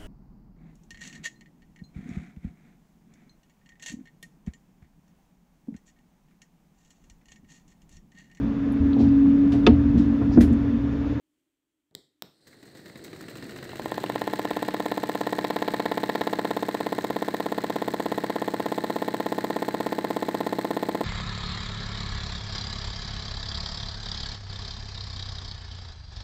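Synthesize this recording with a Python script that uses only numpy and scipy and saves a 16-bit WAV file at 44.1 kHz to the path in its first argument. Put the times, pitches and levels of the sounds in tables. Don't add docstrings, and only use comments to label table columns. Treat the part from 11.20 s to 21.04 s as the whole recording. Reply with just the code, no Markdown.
import sys
import numpy as np
from scipy import signal
from scipy.fft import rfft, irfft
from scipy.io import wavfile

SR = 44100
rng = np.random.default_rng(int(sys.argv[2]) if len(sys.argv) > 2 else 0)


def to_wav(sig):
    pcm = np.clip(np.atleast_2d(sig), -1, 1) * 32767
    pcm = np.round(pcm).astype(np.int16)
    wavfile.write(sys.argv[1], SR, pcm.T)


N = 433944
TIME = np.arange(N) / SR
FREQS = np.arange(8193) * SR / 16384 + 1e-3
LOOSE_S, KNOCK_RISE_S = 2.5, 0.16

# (frequency [Hz], relative level [dB])
RUMBLE_SPECTRUM = [(25, -21), (60, -13), (100, -4.5), (135, 1), (200, -1.5), (340, 1.5), (480, -5),
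                   (700, -12), (1100, -23.5), (2000, -29)]
# (frequency [Hz], relative level [dB])
PRESS = [(59, -36), (100, -14), (394, -0.5), (791, -22), (1590, -24), (1920, -10), (2750, -33), (3180, -7),
         (3770, -1.5), (5630, -15), (6120, -26), (7560, -8), (10800, -29), (12800, -17), (15500, -19.5)]
RELEASE = [(59, -45), (100, -4), (447, -3.5), (1370, -6.5), (1960, -12), (2810, -12.5), (3770, 0),
           (4750, -12), (5400, -4), (6120, -19), (8410, -13), (9740, -31), (11800, -25), (13100, -7),
           (15500, -11.5)]


def undb(db):
    return 10 ** (np.asarray(db) / 20)


def minimum_phase(gain):
    cepstrum = irfft(np.log(gain))
    half = len(cepstrum) // 2
    cepstrum[1:half] *= 2
    cepstrum[half + 1:] = 0
    return irfft(np.exp(rfft(cepstrum)))[:half]


def colour(spectrum, skirt_db_per_oct=24):
    hz, db = np.transpose(spectrum)
    outside_oct = np.abs(np.log2(FREQS / np.clip(FREQS, hz[0], hz[-1])))
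    gain_db = np.interp(np.log(FREQS), np.log(hz), db) - skirt_db_per_oct * np.minimum(outside_oct, 2)
    response = minimum_phase(undb(gain_db))
    return response / np.linalg.norm(response)


def through(x, response):
    return signal.oaconvolve(x, response)[:N]


def add(out, at_s, sound):
    start = int(np.clip(round(at_s * SR), 0, N))
    out[start:start + len(sound)] += sound[:N - start]


def wander(rate_hz):
    points = rng.standard_normal(2 ** 14)
    return np.interp(TIME * rate_hz, np.arange(len(points)), points)


def looseness(time_s, rise_s):
    return 1 - np.exp(-np.maximum(time_s - LOOSE_S, 0) / rise_s)


def harshness(time_s, from_s=4.11, to_s=5.33, fade_s=0.25):
    return np.clip(.5 + np.minimum(time_s - from_s, to_s - time_s) / fade_s, 0, 1)


def speed_gain(pace, base_db, rise_db):
    return pace * undb(base_db + rise_db * (pace - 1))


def yard_hum(level_db=-81.0):
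    # (frequency [Hz], relative level [dB])
    spectrum = [(18, -49), (30, -19), (216, -18.5), (296, -1), (355, -12.5), (524, -26), (597, -20),
                (680, -28), (2770, -27.5), (3230, -25), (3590, -30), (5170, -35), (8040, -29), (9390, -35),
                (15000, -35)]
    return undb(level_db + 1.8 * wander(5)) * through(rng.standard_normal(N), colour(spectrum))


def yard_echo(x, t60_s, wet_db):
    t = TIME[:SR // 2]
    tail = rng.standard_normal(len(t)) * np.exp(-np.log(1000) * t / t60_s) * (1 - np.exp(-t / .012))
    tail = signal.sosfilt(signal.butter(1, 7000, fs=SR, output="sos"), tail)
    return x + undb(wet_db) * through(x, tail / np.linalg.norm(tail))


def motor_brushes(pace, full_speed_db=-62):
    # (frequency [Hz], relative level [dB])
    spectrum = [(3400, -11), (4200, 3), (5000, -8), (6500, -24), (8300, -6.5), (9200, -17)]
    envelope = np.sqrt(pace) * undb(full_speed_db + 1.8 * wander(200))
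    return through(envelope * rng.standard_normal(N), colour(spectrum))


def switch(shudder_decay_s=0.04):
    # (time [s], peak [dB], spectrum, shudder [dB])
    clicks = [(0.711, -62, PRESS, -64), (0.7435, -59, PRESS, -78), (0.751, -18.5, PRESS, -55),
              (1.0226, -14.5, RELEASE, -49.5)]
    snaps, shudder = np.zeros(N), np.zeros(N)
    for at_s, peak_db, spectrum, shudder_db in clicks:
        snap = colour(spectrum)
        add(snaps, at_s, undb(peak_db) * snap / np.abs(snap).max())
        add(shudder, at_s, undb(shudder_db) * np.exp(-TIME[:SR // 2] / shudder_decay_s))
    snaps = yard_echo(snaps, t60_s=0.36, wet_db=-17)
    return snaps + through(shudder * rng.standard_normal(N), colour(RUMBLE_SPECTRUM))


def contact_power(turns, spots, catch_deg=3.1):
    degrees = np.arange(360)
    angle_deg, fade_deg, *levels_db = np.transpose(spots)[:, :, None]
    past_deg = (degrees - angle_deg) % 360
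    grip = (1 - np.exp(-past_deg / catch_deg)) * np.exp(-past_deg / fade_deg)
    powers = [np.sum((undb(db) * grip) ** 2, axis=0) for db in levels_db]
    return [np.interp(turns % 1 * 360, degrees, power) for power in powers]


def shaft_contact(turns, even_chatter_db=-7, even_hiss_db=-12.5, harsh_chatter_db=5.5):
    # (shaft angle [deg], fade [deg], chatter [dB], hiss [dB])
    rubs = [(128.8, 32.2, 10, 2), (200, 56, -1.5, -0.5), (269.7, 20, 7, -7)]
    # (shaft angle [deg], fade [deg], chatter [dB], hiss [dB], scrape [dB])
    scuffs = [(327.9, 12.5, 12, 0, 10.5), (347.5, 18.4, 8, 6, 9), (10.9, 12, 13.5, 6.5, -6)]
    rub_chatter, rub_hiss = contact_power(turns, rubs)
    scuff_chatter, scuff_hiss, scuff_scrape = contact_power(turns, scuffs)
    loose = looseness(TIME, KNOCK_RISE_S)
    skid = loose * undb(harsh_chatter_db * harshness(TIME))
    chatter_gain = np.sqrt(undb(even_chatter_db) ** 2 + rub_chatter + skid ** 2 * scuff_chatter)
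    hiss_gain = np.sqrt(undb(even_hiss_db) ** 2 + rub_hiss + loose ** 2 * scuff_hiss)
    return chatter_gain, hiss_gain, loose * np.sqrt(scuff_scrape)


def drum_rumble(pace, chatter_gain, relief_db=-8, relief_s=0.77):
    shake = speed_gain(pace, base_db=-38, rise_db=13.3) * chatter_gain ** 0.47
    shake *= undb(relief_db * looseness(TIME, relief_s))
    return through(shake * rng.standard_normal(N), colour(RUMBLE_SPECTRUM))


def friction(turns, repeat_share, grain_db):
    surface = rng.standard_normal(2600)
    traced = surface[(turns % 1 * len(surface)).astype(int)]
    grit = undb(grain_db * wander(900))
    noise = (np.sqrt(repeat_share) * traced + np.sqrt(1 - repeat_share) * rng.standard_normal(N)) * grit
    return noise / np.std(noise)


def shaft_rubbing(pace, turns, chatter_gain, hiss_gain, scrape_gain):
    # (frequency [Hz], relative level [dB])
    chatter_spectrum = [(600, -13), (1300, -3), (1650, 0.5), (1830, 5), (2100, 0.5), (2350, -6),
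                        (2900, -10.5), (3400, -10.5), (4050, -1.5), (4600, -10.5), (6000, -25.5)]
    hiss_spectrum = [(3000, -10.5), (4200, 1.5), (5800, -3), (7200, -0.5), (8300, 2.5), (9200, -10),
                     (10400, -14), (11400, -7), (12100, -7), (13200, -6), (15300, -3.5)]
    scrape_spectrum = [(3000, -2.5), (5800, -8.5), (7800, 2.5), (9200, -9.5), (10500, -13), (11300, 2.5),
                       (12100, -3.5), (13200, 2.5), (14100, 0.5), (15300, 2)]
    rasp_spectrum = [(2300, -9), (2750, -3), (3150, -9), (3400, -9)]
    # (time [s], decay [s], chatter [dB], hiss [dB])
    strays = [(1.271, 0.018, -67, -59), (1.329, 0.0043, -52, -71), (1.566, 0.032, -72, -65),
              (1.652, .04, -66, -73), (1.84, 0.016, -63, -49)]
    sliding = speed_gain(pace, base_db=-48, rise_db=7.8)
    chatter = speed_gain(pace, base_db=-44.4, rise_db=19.5) * chatter_gain * undb(wander(70))
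    hiss = sliding * hiss_gain * undb(1.7 * wander(90))
    scrape = sliding * scrape_gain
    rasp = speed_gain(pace, base_db=-53, rise_db=30) * chatter_gain
    rasp *= 1 - looseness(TIME, rise_s=2.3)
    for at_s, decay_s, chatter_db, hiss_db in strays:
        fade = np.exp(-TIME[:SR // 4] / decay_s)
        add(chatter, at_s, undb(chatter_db) * fade)
        add(hiss, at_s, undb(hiss_db) * fade)
    sound = through(chatter * friction(turns, repeat_share=0.58, grain_db=1.6), colour(chatter_spectrum))
    sound += through(hiss * friction(turns, repeat_share=0.13, grain_db=3), colour(hiss_spectrum))
    sound += through(scrape * friction(turns, repeat_share=0.66, grain_db=1.3), colour(scrape_spectrum))
    sound += through(rasp * friction(turns, repeat_share=0.19, grain_db=5.5), colour(rasp_spectrum))
    return yard_echo(sound, t60_s=0.37, wet_db=-16.5)


def frame_response():
    # (frequency [Hz], width [Hz], gain [dB])
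    modes = [(118.3, 22.0, 7.5), (207.0, 48.4, 10), (314.7, 43, 20.5), (385.6, 38, 11.5), (438, 10.8, 14),
             (485, 148, 13), (614.3, 45, 14.0), (804, 424, 13.5), (863, 12, 17.5), (1030, 49, 14.5),
             (1372, 100, 7.5), (1808, 163, 15), (2044.0, 95, 12), (2920, 1750, 4.5), (3280, 210, 11.0),
             (3930, 770, 14.5)]
    hz, width_hz, db = np.transpose(modes)[:, :, None]
    detune = (FREQS ** 2 - hz ** 2) / (FREQS * width_hz)
    power = np.sum((undb(db) / (1 + detune ** 2)) ** 2, axis=0)
    return minimum_phase(np.sqrt(power + undb(-76)))


def contact_pulse(hardness_hz):
    phase = TIME[:512] * np.sqrt(2) * np.pi * min(hardness_hz, SR / 4)
    force = np.exp(-phase) * np.sin(phase)
    return force / force.sum()


def bearing_knocks(turns, thud_rise_s=0.37, play_db_per_s=0.73, softening_per_s=0.017):
    # (shaft angle [deg], level [dB], hardness [Hz])
    blows = [(-25.5, 6.5, 379), (3, 6, 972), (21, -13, 1090), (46, -6.5, 462), (102.5, 1.4, 202),
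             (134, 9.5, 78.6), (172.5, 8.5, 137), (201.5, 0.5, 208), (252, -12, 440)]
    turn_numbers = np.arange(1, int(turns[-1]) + 1)
    scatter = rng.standard_normal((len(turn_numbers), len(blows))).T
    force = np.zeros(N)
    for k, (angle_deg, db, hardness_hz) in enumerate(blows):
        times_s = np.interp(turn_numbers + angle_deg / 360, turns, TIME)
        loose_for_s = times_s - LOOSE_S
        play_db = play_db_per_s * loose_for_s
        if k == 0:
            sizes = looseness(times_s, thud_rise_s) ** 2 * undb(db + play_db + 0.2 * scatter[k])
        elif k == 1:
            sizes = looseness(times_s, KNOCK_RISE_S) * undb(db + 0.2 * scatter[k])
        else:
            sizes = looseness(times_s, KNOCK_RISE_S) * undb(db + play_db + scatter[k])
        hardness_ratios = 1 - softening_per_s * loose_for_s + 0.19 * harshness(times_s)
        for at_s, size, ratio in zip(times_s, sizes, hardness_ratios):
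            add(force, at_s, size * contact_pulse(hardness_hz * ratio))
    return -through(force, frame_response())


def scene():
    # (time [s], speed [turns/s])
    speed_curve = [(1.1, 0.0), (1.373, 7.085), (2.101, 13.919), (2.801, 16.776), (3.347, 17.161),
                   (4.502, 16.956), (6.025, 16.765), (7.669, 16.606), (9.84, 16.586)]
    speed_hz = np.interp(TIME, *np.transpose(speed_curve))
    pace = speed_hz / speed_hz.max()
    turns = np.cumsum(speed_hz) / SR
    chatter_gain, hiss_gain, scrape_gain = shaft_contact(turns)
    machine = switch() + motor_brushes(pace) + bearing_knocks(turns)
    machine += shaft_rubbing(pace, turns, chatter_gain, hiss_gain, scrape_gain)
    machine += drum_rumble(pace, chatter_gain)
    return (machine + yard_hum())[None]


def record(dry, cutoff_hz=15600):
    return signal.sosfilt(signal.ellip(10, .2, 70, cutoff_hz, fs=SR, output="sos"), dry)


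dry = scene()
out = record(dry)
to_wav(out)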